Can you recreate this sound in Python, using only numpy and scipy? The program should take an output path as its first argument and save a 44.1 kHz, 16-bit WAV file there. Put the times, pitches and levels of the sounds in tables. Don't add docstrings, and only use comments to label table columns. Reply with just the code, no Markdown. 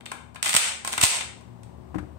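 import sys
import numpy as np
from scipy import signal
from scipy.fft import rfft, irfft
from scipy.io import wavfile
from scipy.ndimage import uniform_filter1d, minimum_filter1d

SR = 44100
rng = np.random.default_rng(int(sys.argv[2]) if len(sys.argv) > 2 else 0)


def put_to_file(sound):
    columns = np.atleast_2d(sound).T
    safe = np.clip(columns, -1, 1)
    whole_steps = np.round(safe * 32767)
    wavfile.write(sys.argv[1], SR, whole_steps.astype(np.int16))


N = 96182

# start in seconds, level in dB, length in seconds, ring in relative dB,
# ring centre in Hz.
ACTION_CLICKS = [(.008, -46, 0.0018, 6, 2010), (.057, -33, 0.0035, -4, 3400),
                 (0.0612, -33.5, 0.0031, 5, 2990), (0.1156, -29.5, 0.0071, 10, 1500),
                 (0.3454, -45, 0.0099, 10, 1050), (0.357, -43.5, 0.009, 16.5, 1674),
                 (0.376, -54, 0.0061, 10.5, 1050), (0.4267, -14, 0.0046, -14.5, 2810),
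                 (.4445, -24, 0.006, 0, 2680), (0.4579, -18.5, 0.0075, 1.5, 2400),
                 (0.461, -28, 0.01, 5, 3000), (0.471, -22.5, 0.0025, -1.5, 3400),
                 (0.478, -17, 0.0031, -37, 3000), (.492, -16, 0.0067, -11, 3500),
                 (.5295, -17, 0.0041, -9, 2880), (.540, -14, 0.0056, -3, 1980),
                 (0.549, -7.5, 0.0035, -5.5, 1780), (0.563, 3, 0.0063, -10.5, 2593),
                 (0.8474, -23, 0.0043, 3, 1400), (.874, -20.5, 0.0067, 0, 1550),
                 (0.891, -30, 0.0044, 1, 1570), (0.923, -30, 0.0081, -2, 2000),
                 (.9285, -18.5, 0.0036, -8.5, 2200), (0.9354, -24, 0.0037, 2.5, 2160),
                 (0.965, -32, 0.0018, -1.5, 2000), (0.9775, -18.5, 0.0076, 5.5, 1900),
                 (1.011, -15, 0.0079, -14.5, 2520), (1.0141, -10.5, 0.0022, -14.5, 2440),
                 (1.0262, -12.5, 0.0053, -3, 2800), (1.0309, -8.5, 0.0024, -25, 2930),
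                 (1.0338, 1, 0.0087, -4.5, 1097), (1.045, -8.5, 0.011, -10, 2480),
                 (1.0512, -7, 0.012, -23, 2500), (1.065, -13, .008, -11.5, 2480),
                 (1.208, -30.5, 0.0051, 9, 2700), (1.410, -52, 0.0053, 11, 1104),
                 (1.632, -46, .005, -22.5, 3985)]
# frequency in Hz, level in dB, T60 in seconds.
GUN_MODES = [(800, -11.5, .03), (1063.3, -0.5, 0.022), (1380, -5, 0.01), (1593, 1.5, 0.01),
             (2140, -4, 0.014), (2388, 1, 0.011), (2740, -6.5, 0.016), (3135, -2.5, 0.017),
             (3574, -1, 0.014), (4215, -7, .015)]
# frequency in Hz, gain in dB.
SNAP_EQ = [(100, -41), (500, 4.5), (1000, 2.5), (2500, 11.5), (5000, 4.5), (9000, 2.5), (13000, -6.5),
           (17000, -7.5)]


def action_clicks(correlation=0.24):
    snaps, rings = np.zeros((2, N)), np.zeros(N)
    for start_s, db, length_s, ring_db, centre_hz in ACTION_CLICKS:
        hit, other = contact_burst(length_s), contact_burst(length_s)
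        add(snaps[0], start_s, gain_of(db) * hit)
        add(snaps[1], start_s, gain_of(db) * blend(hit, other, correlation))
        body = ring(modes_near(GUN_MODES, centre_hz, octaves=1.0), spread=0.015)
        add(rings, start_s, gain_of(db + ring_db) * signal.fftconvolve(unit_energy(hit), body))
    return np.array([colour(side, SNAP_EQ) for side in snaps]) + rings


# time in seconds, level in dB.
SLIDE_STROKES = [
    [(.43, -42.5), (.45, -33.5), (.47, -35.5), (.51, -34), (.528, -37.5), (.536, -40), (.56, -37),
     (.575, -29)],
    [(.848, -40), (.87, -47), (.905, -53), (.925, -38), (.945, -67), (.97, -51), (1.0, -40.5), (1.03, -30),
     (1.07, -31)],
]


def slide_rasp(grains_per_s=3000, spread_db=4):
    t, envelope = np.arange(N) / SR, np.zeros(N)
    for stroke in SLIDE_STROKES:
        times_s, db = np.transpose(stroke)
        envelope += gain_of(np.interp(t, times_s, db)) * (t > times_s[0]) * (t < times_s[-1])
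    sizes = gain_of(spread_db * np.minimum(rng.exponential(1, N), 5))
    grains = sizes * (rng.random(N) < grains_per_s / SR)
    grit = envelope * unit_rms(grains * rng.choice([-1., 1.], N))
    body = unit_energy(ring(GUN_MODES, spread=0.03))
    return colour(grit, SNAP_EQ) + gain_of(-4) * signal.oaconvolve(grit, body)[:N]


# start in seconds, level in dB, pitch in Hz, T60 in seconds.
STOP_THUDS = [(0.547, -12, 180, 0.019), (0.568, -21, 113.3, 0.064), (1.034, 1.5, 107, 0.027)]


def end_stop_thuds(right_db=-13.5):
    thuds = np.zeros(N)
    for start_s, db, hz, t60 in STOP_THUDS:
        modes = [(hz, 0, t60), (2.4 * hz, -3, 0.6 * t60), (6.9 * hz, -8, 0.4 * t60)]
        add(thuds, start_s, gain_of(db) * ring(modes, spread=0))
    return thuds * gain_of([[0], [right_db]])


# start in seconds, knock in dB, ring centre in Hz, tick in dB.
HAND_KNOCKS = [(1.943, -26.5, 537, -37.5), (1.955, -21.5, 265, -39.5), (1.9815, -23, 80, -32),
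               (2.028, -31.5, 131, -67)]
# frequency in Hz, level in dB, T60 in seconds.
TABLE_MODES = [(55.6, 7, 0.16), (83, -4, 0.34), (126, -1.5, 0.16), (189.6, 5, 0.098), (299, 9.5, 0.091),
               (407, -7, 0.033), (524, -4, 0.067), (770, 2, 0.068), (1034, 8.5, 0.02), (1457, -11, 0.031),
               (2210, -2.5, 0.046)]


def hand_on_table():
    wood, ticks = np.zeros(N), np.zeros(N)
    flesh_pulse = np.hanning(40) / 20
    for start_s, knock_db, centre_hz, tick_db in HAND_KNOCKS:
        knock = ring(modes_near(TABLE_MODES, centre_hz, octaves=1.3), spread=0.012)
        add(wood, start_s, gain_of(knock_db) * np.convolve(knock, flesh_pulse))
        add(ticks, start_s, gain_of(tick_db) * contact_burst(length_s=0.018))
    tick_eq = [(300, 16.5), (1500, 15), (2500, 3.5), (4000, -9.5), (16000, -19.5)]
    return wood + colour(ticks, tick_eq)


# frequency in Hz, T60 in seconds.
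ROOM_T60 = [(100, 0.1), (500, 0.57), (1000, 0.53), (3000, 0.47), (8000, 0.42), (14000, 0.25)]


def room_reverb(source, predelay_s=0.004, slot_samples=12):
    taps = np.zeros((2, SR))
    slots = np.arange(0, SR - slot_samples, slot_samples)
    arrivals = slots + rng.integers(0, slot_samples, (2, len(slots)))
    np.put_along_axis(taps, arrivals, rng.choice([-1., 1.], arrivals.shape), 1)
    hz, t, spectra = signal.stft(taps, SR, nperseg=256)
    decay = gain_of(-60 * t / curve_at(ROOM_T60, hz)[:, None])
    tail = signal.istft(spectra * decay, SR, nperseg=256)[1]
    tail = np.pad(tail / np.linalg.norm(tail[0]), ((0, 0), (round(predelay_s * SR), 0)))
    return signal.fftconvolve(source[None], tail, axes=1)[:, :N]


# frequency in Hz, density in relative dB.
TONE_SPECTRUM = [(30, -59.5), (55, -6), (112, -1.5), (200, -7.5), (300, -13), (500, -17), (1000, -20),
                 (1400, -32), (3000, -42.5), (8000, -56.5), (12000, -57.5), (16000, -54)]
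# frequency in Hz, left-right correlation.
TONE_COHERENCE = [(60, 1), (300, 0.28), (700, 0.24), (1500, 0.12), (16000, .05)]


def room_tone():
    frames, hz = N // 512 + 5, np.fft.rfftfreq(2048, 1 / SR)
    noise = rng.standard_normal((frames, len(hz), 4)).T
    left, other = noise[::2] + 1j * noise[1::2]
    right = blend(left, other, curve_at(TONE_COHERENCE, hz)[:, None])
    spectra = np.array([left, right]) * gain_of(curve_at(TONE_SPECTRUM, hz))[:, None]
    return gain_of(-46) * unit_rms(signal.istft(spectra, nperseg=2048, noverlap=1536)[1][:, :N])


# frequency in Hz, start and end levels in dB, level waver in dB,
# pitch waver as a fraction.
HUM_PARTIALS = [(74, -47.5, -43.5, 5.5, 0.0067), (118, -57, -43, 4.5, .03), (182, -58.5, -51, 1.5, 0.019),
                (235.4, -46.5, -52.5, -1, 0.018), (363.6, -60, -51.5, 4, 0.015)]


def appliance_hum():
    hum = np.zeros(N)
    for hz, start_db, end_db, waver_db, pitch_waver in HUM_PARTIALS:
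        level_db = np.linspace(start_db, end_db, N) + waver_db * np.tanh(drift(top_hz=8.8))
        pitch_hz = hz * (1 + pitch_waver * drift(top_hz=10))
        hum += gain_of(level_db) * np.sin(2 * np.pi * np.cumsum(pitch_hz) / SR)
    return hum


# time in seconds, gain in dB.
BACKGROUND_GAIN = [(0, 5.5), (0.499, 1), (0.899, 1.5), (1.4, 5.5), (1.8, 6), (2.18, 6)]


def background():
    fade_in = np.minimum(np.arange(N) / 200, 1)
    gain_db = np.interp(np.arange(N) / SR, *np.transpose(BACKGROUND_GAIN))
    return (room_tone() + appliance_hum()) * fade_in * gain_of(gain_db)


def contact_burst(length_s, rise_share=0.2):
    t = np.arange(2048) / SR
    attack = np.minimum(t / (rise_share * length_s) + 0.02, 1)
    decay_db = np.maximum(-20 * (t / np.clip(length_s, 0.002, 0.02)) ** 1.22, -80)
    envelope = attack * gain_of(decay_db)
    size = np.linalg.norm(envelope)
    hit = envelope * rng.standard_normal(len(t))
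    for _ in range(4):
        spectrum = rfft(hit)
        white = irfft(spectrum / abs(spectrum))
        hit = np.clip(white, -3 * envelope / size, 3 * envelope / size)
    return size * unit_energy(hit)


def ring(modes, spread):
    t = np.arange(int(0.3 * SR)) / SR
    scatter = spread * rng.standard_normal((len(modes), 2))
    return sum(gain_of(db + 60 * lift - 60 * t / t60) * np.sin(2 * np.pi * hz * (1 + detune) * t)
               for (hz, db, t60), (lift, detune) in zip(modes, scatter))


def modes_near(modes, centre_hz, octaves):
    return [(hz, db - 10 * (np.log2(hz / centre_hz) / octaves) ** 2, t60) for hz, db, t60 in modes]


def drift(top_hz):
    t, rates_hz = np.arange(N) / SR, np.geomspace(0.7, top_hz, 12)
    return unit_rms(sum(np.sin(2 * np.pi * (hz * t + rng.random())) / np.sqrt(hz) for hz in rates_hz))


def colour(x, eq):
    log_gain = curve_at(eq, abs(np.fft.fftfreq(4096, 1 / SR))) * np.log(10) / 20
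    response = np.exp(np.conj(signal.hilbert(log_gain)))
    return signal.oaconvolve(x, np.fft.ifft(response).real[:2048])[:len(x)]


def curve_at(points, hz):
    points_hz, values = np.transpose(points)
    return np.interp(np.log(hz + 1), np.log(points_hz + 1), values)


def blend(x, other, correlation):
    return correlation * x + np.sqrt(1 - correlation ** 2) * other


def gain_of(db):
    return 10 ** (np.asarray(db) / 20)


def unit_rms(x):
    return x / np.sqrt(np.mean(x ** 2) + 1e-20)


def unit_energy(x):
    return x / np.linalg.norm(x)


def add(mix, start_s, sound):
    part = mix[max(round(start_s * SR), 0):][:len(sound)]
    part += sound[:len(part)]


def scene():
    gun, hand = action_clicks() + slide_rasp(), hand_on_table()
    direct = gun + end_stop_thuds() + hand * gain_of([[2], [-3]])
    reverb = gain_of(-2.5) * room_reverb(gun[0] + gain_of(-6) * hand)
    return direct + reverb + background()


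def gain_control(x, threshold_db=-23, slope=0.65, recover_db_per_s=254, sense_s=0.012, react_s=0.009):
    def smooth(values, tau_s):
        pole = np.exp(-1 / (tau_s * SR))
        return signal.lfilter([1 - pole], [1, -pole], values)

    power_db = 10 * np.log10(smooth((x ** 2).mean(0), sense_s) + 1e-12)
    recovery_db = np.arange(N) * recover_db_per_s / SR
    held_db = np.maximum.accumulate(power_db + recovery_db) - recovery_db
    over_db = np.maximum(held_db - threshold_db, 0)
    return x / gain_of(slope * smooth(over_db, react_s))


# frequency in Hz, gain in dB.
LEFT_MIC_EQ = [(30, -29.5), (70, -7.5), (4000, 1), (6000, 0.5), (8500, 2.5), (9500, -4.5), (11000, -19),
               (16000, -72)]
RIGHT_MIC_EQ = [(30, -42), (70, -17.5), (2500, -12), (5500, -0.5), (7300, 2.5), (8100, 13), (9000, 7.5),
                (9600, 2.5), (12000, 2), (15600, 1.5), (16000, -13), (16900, -36)]


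def record(dry, left_lag_samples=44, ceiling=0.95, cutoff_hz=16900):
    left = np.pad(colour(dry[0], LEFT_MIC_EQ), (left_lag_samples, 0))[:N]
    right = colour(dry[1], RIGHT_MIC_EQ)
    levelled = gain_control(np.array([left, right]))
    peak_gain = ceiling / np.maximum(abs(levelled), ceiling)
    limited = levelled * uniform_filter1d(minimum_filter1d(peak_gain, 129), 65)
    lowpass = signal.firwin(511, cutoff_hz, window=("kaiser", 9), fs=SR)
    return signal.oaconvolve(limited, lowpass[None], "same")


dry = scene()
out = record(dry)
put_to_file(out)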